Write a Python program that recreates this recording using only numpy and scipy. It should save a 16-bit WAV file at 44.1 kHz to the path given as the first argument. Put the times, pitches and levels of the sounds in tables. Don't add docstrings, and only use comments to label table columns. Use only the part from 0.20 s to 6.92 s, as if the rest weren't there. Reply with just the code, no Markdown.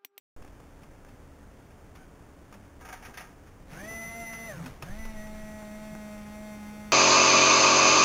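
import sys
import numpy as np
from scipy import signal
from scipy.fft import rfft, irfft
from scipy.io import wavfile

SR = 44100
rng = np.random.default_rng(int(sys.argv[2]) if len(sys.argv) > 2 else 0)


def to_wav(s):
    ch = np.atleast_2d(s).T
    pcm = np.round(np.clip(ch, -1, 1) * 32767)
    wavfile.write(sys.argv[1], SR, pcm.astype(np.int16))


N = 296352
TIME = np.arange(N) / SR

# on_s, off_s, fade_from_s, swell_s, hum_db, whine_db, overtones_db, chatter_db, start_strain (0-1)
MOTOR_RUNS = [(3.53, 4.277, 4.477, 0.091, -51.5, -42, .8, -54, 0.01),
              (4.627, 6.8, 7, 0.035, -43.5, -63.5, 4.5, -60, 1)]
# time_s, speed_hz
TURN_SPEED = [(3.74, 223.2), (3.824, 224.5), (3.998, 229.8), (4.07, 226)]
DRIVE_SPEED = [(4.83, 221.9), (4.876, 220.6), (4.99, 212.6), (5.158, 214), (5.24, 213.2), (5.412, 213.2),
               (5.422, 210.4), (5.652, 213.6), (6.038, 209.2), (6.252, 212.5), (6.428, 209.2), (6.548, 210),
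               (6.658, 210.5), (6.7, 208.4)]
# time_s, level_db
TURN_POLE_TONE = [(3.69, -47), (3.84, -49.5), (3.862, -50), (4.09, -44.5), (4.19, -49), (4.252, -55),
                  (4.3, -37.5), (4.345, -46)]
DRIVE_POLE_TONE = [(4.78, -52.5), (4.864, -60), (4.966, -50), (5.73, -48.5), (5.838, -52), (5.934, -48),
                   (6.078, -58.5), (6.19, -47), (6.34, -50.5), (6.42, -63), (6.634, -54), (6.7, -62)]
# multiple, turn_db, drive_db
SHAFT_OVERTONES = [(2, -60.5, -74), (4, -59.5, -60.5), (5, -64.5, -68.5), (6, -59.5, -67.5), (7, -73, -68),
                   (8, -63, -71), (10, -81, -64), (11, -69, -71), (12, -63.5, -70), (13, -77, -74.5),
                   (14, -88, -102), (15, -71, -76), (16, -70.5, -78.5), (17, -72, -73), (18, -79, -79)]
# time_s, half_length_s
MESH_GAPS = [(3.627, 0.0084), (3.667, .011), (4.136, 0.0012), (4.765, 0.023), (4.941, 0.025),
             (5.127, 0.047), (5.426, 0.005)]
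# frequency_hz, gain_db
GEARBOX_SPECTRUM = [(60, -11), (150, 20.5), (250, 11.5), (450, 2), (750, 7.5), (1000, -6), (1400, 2),
                    (2000, 5), (2600, 1), (3200, -2.5), (3900, 1)]
# start_s, relative_db, brightness_db_per_octave
RATTLES = [(2.604, -48, -2), (2.647, -45, -0.5), (2.672, -49, -0.5), (2.686, -42, -1), (2.725, -39, 1),
           (2.823, -45, 1), (2.848, -44, 4), (2.882, -43.5, -10), (2.935, -47.5, 4), (2.972, -38.3, 4.5),
           (3.002, -45, -1), (3.034, -55, -1), (3.26, -55.5, -0.5)]
# start_s, relative_db, t60_s, brightness_db_per_octave
CLICKS = [(.221, -53, 0.042, 1.5), (.245, -49, .035, -1.5), (.277, -60, .03, 9), (.4, -48, 0.016, -2),
          (.615, -61.5, .1, 3), (.847, -51.5, 0.02, -.5), (1.748, -55, .12, 4), (2.324, -49, .035, 2),
          (2.336, -49.5, .07, .5), (3.629, -43, 0.082, -9), (3.7, -44.5, 0.15, -5),
          (4.134, -37.5, 0.0091, 4.5), (4.455, -44, 0.095, 3), (4.622, -38.5, 0.049, 2.8),
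          (4.851, -42, 0.024, 1), (5.069, -52, .034, 0), (5.415, -51.5, 0.095, -1.5),
          (5.75, -41, 0.022, -3.5)]
# frequency_hz, gain_db
RATTLE_SPECTRUM = [(80, -20), (250, -9.5), (700, -5.5), (1600, -4.5), (2600, -8), (3900, -31)]
CLICK_SPECTRUM = [(80, -5), (250, 12.5), (750, 10), (1100, 7.5), (1800, 2), (2600, 1), (3900, -9)]
# pitch_hz, width_hz, gain_db
BODY_MODES = [(758, 45, 3), (930, 67, -2), (1243, 52, 4.5), (1606, 72, 2), (1814, 170, -7), (2205, 12, 1),
              (2460, 40, -9), (2760, 260, -22), (3200, 230, -19)]
# time_s, pitch_hz, peak_db, half_length_s
SHUDDERS = [(2.358, 202.6, -48, 0.025), (4.352, 141, -40, 0.032), (4.407, 169, -36, 0.042),
            (4.468, 255.5, -39, 0.022), (4.48, 135.1, -45.5, 0.057), (4.632, 129, -37, 0.0081),
            (4.703, 115.7, -40, 0.017), (5.734, 164.5, -41, 0.025)]
# frequency_hz, gain_db
SWAY_SPECTRUM = [(8, -11), (18, 4), (26, 1.5), (36, -15.5), (70, -9.5), (200, -59)]
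# time_s, pitch_hz, relative_db
SQUEAK_PATH = [(1.755, 705, -69), (1.79, 730, -58.5), (1.83, 748, -57), (1.85, 740, -64)]
# frequency_hz, gain_db
ROOM_SPECTRUM = [(8.8, -50), (15, 0.5), (80, -5), (128, -8.5), (157, -9), (281, -11.5), (339, -13.5),
                 (381, -14), (418, -14), (621, -16.5), (1040, -21.5), (1140, -21.5), (1770, -25.5),
                 (1900, -26.5), (3900, -36), (5070, -74), (8580, -120)]
# pitch_hz, level_db
ROOM_HUM = [(75, -60.5), (283, -67)]

START_S, HOLD_HZ, EDGE_HZ = .164, 8000, 15780


def motor(run, speed, poles, overtones, pole_flutter, overtone_flutter, hum_flutter):
    on, off, fade_from, swell, hum_db, whine_db, buzz_db, chatter_db, start_strain = run
    gate, hz, octaves, strain = shaft_motion(on, off, fade_from, swell, start_strain, speed)
    mesh_gaps = sum(np.exp(-((TIME - s) / length) ** 2) for s, length in MESH_GAPS)
    hum_db = hum_db - octaves - 3.5 * strain
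    pole_db = curves(poles)[1] + 30 * octaves
    whine_db = whine_db + 27 * octaves + 15.5 * strain - 14 * mesh_gaps
    buzz_db = buzz_db - 3.5 * strain
    chatter_db = chatter_db + 4 * strain + 2 * (1 - 2 ** octaves)
    lost_turns = 0.04 * np.clip((TIME - 4.134) / 0.0015, 0, 1)
    unsteady_hz = hz * (1 + 0.00081 * drift(27))
    angle = 2 * np.pi * (np.cumsum(unsteady_hz) / SR - lost_turns)
    wobble = drift(15.2) + 1j * drift(24)
    rattle = drift(114) + 1j * drift(160)
    slack = 0.069 * np.maximum(203 - hz, 0)

    def tone(multiple, depth):
        loose = slack * multiple / 9
        shake = 1 + depth * np.roll(wobble, rng.integers(N)) + loose * np.roll(rattle, rng.integers(N))
        wave = abs(shake) * np.cos(multiple * angle + np.angle(shake) + 2 * np.pi * rng.random())
        return np.sqrt(2 / (1 + 2 * depth ** 2 + 2 * loose ** 2)) * wave

    hum = amp(hum_db) * tone(1, hum_flutter)
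    pole_tone = amp(pole_db) * tone(3, pole_flutter)
    whine = amp(whine_db) * tone(9, depth=0.13)
    buzz = amp(buzz_db) * sum(amp(db) * tone(k, overtone_flutter) for k, db in overtones)
    chatter = amp(chatter_db) * gear_chatter(angle)
    return gate * (hum + pole_tone + whine + buzz + chatter)


def shaft_motion(on, off, fade_from, swell, start_strain, speed):
    kick_share, spin_up_s, coast_s, fade_s, strain_s = .62, .195, 0.3, 0.095, 0.82
    age = np.maximum(TIME - on, 0)
    spin_up = 1 - (1 - kick_share) * np.maximum(1 - age / spin_up_s, 0) ** 2
    share = spin_up * np.exp(-np.clip(TIME - off, 0, 1) / coast_s)
    attack = np.clip((TIME - on) / swell + 1, 0, 1) ** 2
    gate = attack * np.exp(-np.maximum(TIME - fade_from, 0) / fade_s)
    strain = start_strain * np.exp(-(age / strain_s) ** 2)
    return gate, curves(speed)[1] * share, np.log2(share), strain


def gear_chatter(angle, taps_per_s=900):
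    taps = amp(-0.5 * np.minimum(rng.exponential(1, N), 4)) * rng.choice([-1, 1], N)
    taps *= rng.random(N) < taps_per_s / SR
    contact = (rng.standard_normal(N) + 0.38 * unit(taps)) * (1 + 0.23 * np.cos(angle))
    lowpass = signal.butter(8, HOLD_HZ / 2, fs=SR, output="sos")
    rub = signal.sosfilt(lowpass, colour(contact, GEARBOX_SPECTRUM))
    return amp(3 + 0.85 * drift(9)) * unit(rub)


def rattles(t60_s=0.12, hard_db=-34.5):
    rows = [(s, db, 0.005 * (hard_db - db) / 8.5, t60_s, bright_db) for s, db, bright_db in RATTLES]
    return plastic_hits(rows, RATTLE_SPECTRUM, room_db=-8, room_t60=0.47, gain_db=-2.5)


def clicks(tick_count=6, ticks_end_s=3.2, tick_t60_s=0.039, rise_share=0.082):
    ticks = [(rng.uniform(START_S, ticks_end_s), rng.uniform(-65, -53), tick_t60_s, 1.5)
             for _ in range(tick_count)]
    rows = [(s, db, rise_share * t60, t60, bright_db) for s, db, t60, bright_db in CLICKS + ticks]
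    return plastic_hits(rows, CLICK_SPECTRUM, room_db=-16, room_t60=0.55, gain_db=1)


def plastic_hits(rows, crack, room_db, room_t60, gain_db, size=16384):
    t, hz = np.arange(size) / SR, np.fft.rfftfreq(size, 1 / SR)
    modes = sum(amp(db) * 1j * hz * width / (pitch ** 2 - hz ** 2 + 1j * hz * width)
                for pitch, width, db in BODY_MODES)
    body = (amp(spectrum_db(crack, hz)) + modes) * (hz < HOLD_HZ / 2)
    out = np.zeros(N)
    for s, db, rise, t60, bright_db in rows:
        after = np.maximum(t - rise, 0)
        decay = amp(-60 * after / t60) + amp(room_db - 60 * after / room_t60)
        burst = np.minimum(t / rise, 1) * decay * rng.standard_normal(size)
        ring = body * amp(bright_db * np.log2((hz + 100) / 1500))
        ring /= np.sqrt(np.mean(abs(ring) ** 2))
        add(out, s, amp(db + gain_db) * irfft(rfft(burst) * ring, size))
    return out


def chassis(jolt_s=4.68, rise_s=0.036, hold_s=0.15, fade_db_per_s=26.5):
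    age = TIME - jolt_s
    sway_db = -37 - fade_db_per_s * np.maximum(age - rise_s - hold_s, 0)
    rumble = unit(colour(rng.standard_normal(N), SWAY_SPECTRUM))
    out = np.clip(age / rise_s, 0, 1) * amp(sway_db) * rumble
    for s, hz, peak_db, length in SHUDDERS:
        envelope = amp(peak_db) * np.exp(-((TIME - s) / length) ** 2)
        out += envelope * np.sin(2 * np.pi * (hz * TIME + rng.random()))
    return out


def squeak(jitter=0.0447, harmonics_db=(-3, 0, -14, -14)):
    gate, hz, db = curves(SQUEAK_PATH)
    angle = 2 * np.pi * np.cumsum(hz * (1 + jitter * drift(110))) / SR
    return gate * amp(db) * sum(amp(level) * np.sin(k * angle) for k, level in enumerate(harmonics_db, 1))


def room_tone(noise_db=-51):
    noise = unit(colour(rng.standard_normal(N), ROOM_SPECTRUM)) * amp(noise_db - 0.02 * drift(24))
    hum = sum(amp(db) * np.sqrt(2) * np.sin(2 * np.pi * hz * TIME + 0.58 * drift(4.9))
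              for hz, db in ROOM_HUM)
    return noise + hum


def amp(db):
    return 10 ** (np.asarray(db) / 20)


def unit(x):
    return x / np.sqrt(np.mean(x ** 2) + 1e-20)


def spectrum_db(points, hz):
    f, db = np.transpose(points)
    return np.interp(np.log(hz + 1), np.log(f + 1), db)


def colour(x, points):
    return irfft(rfft(x) * amp(spectrum_db(points, np.fft.rfftfreq(len(x), 1 / SR))), len(x))


def drift(hz):
    f = np.fft.rfftfreq(N, 1 / SR)
    return unit(irfft(rfft(rng.standard_normal(N)) / (1 + (f / hz) ** 4), N))


def curves(rows, fade_s=0.011):
    s, *columns = np.transpose(rows)
    gate = np.interp(TIME, [s[0] - fade_s, s[0], s[-1], s[-1] + fade_s], [0, 1, 1, 0])
    return [gate] + [np.interp(TIME, s, column) for column in columns]


def add(mix, s, sound):
    part = mix[round(s * SR):][:len(sound)]
    part += sound[:len(part)]


def scene():
    turn = motor(MOTOR_RUNS[0], TURN_SPEED, TURN_POLE_TONE, [(k, db) for k, db, _ in SHAFT_OVERTONES],
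                 pole_flutter=0.31, overtone_flutter=0.59, hum_flutter=0.15)
    drive = motor(MOTOR_RUNS[1], DRIVE_SPEED, DRIVE_POLE_TONE, [(k, db) for k, _, db in SHAFT_OVERTONES],
                  pole_flutter=0.082, overtone_flutter=0.25, hum_flutter=0.037)
    return (turn + drive + chassis() + clicks() + rattles() + squeak() + room_tone())[None]


def record(dry):
    thump = .011 * np.exp(-np.maximum(TIME - START_S, 0) / .06)
    anti_alias = signal.firwin(401, HOLD_HZ / 2, fs=SR)
    narrow = signal.oaconvolve(dry[0] + thump, anti_alias, "same") * (TIME >= START_S)
    sampled_at = np.round(TIME * HOLD_HZ) / HOLD_HZ
    held = np.interp(sampled_at, TIME, narrow)
    treble_cut = signal.firwin(511, EDGE_HZ, window=("kaiser", 9), fs=SR)
    return signal.oaconvolve(held, treble_cut, "same")[None]


dry = scene()
out = record(dry)
to_wav(out)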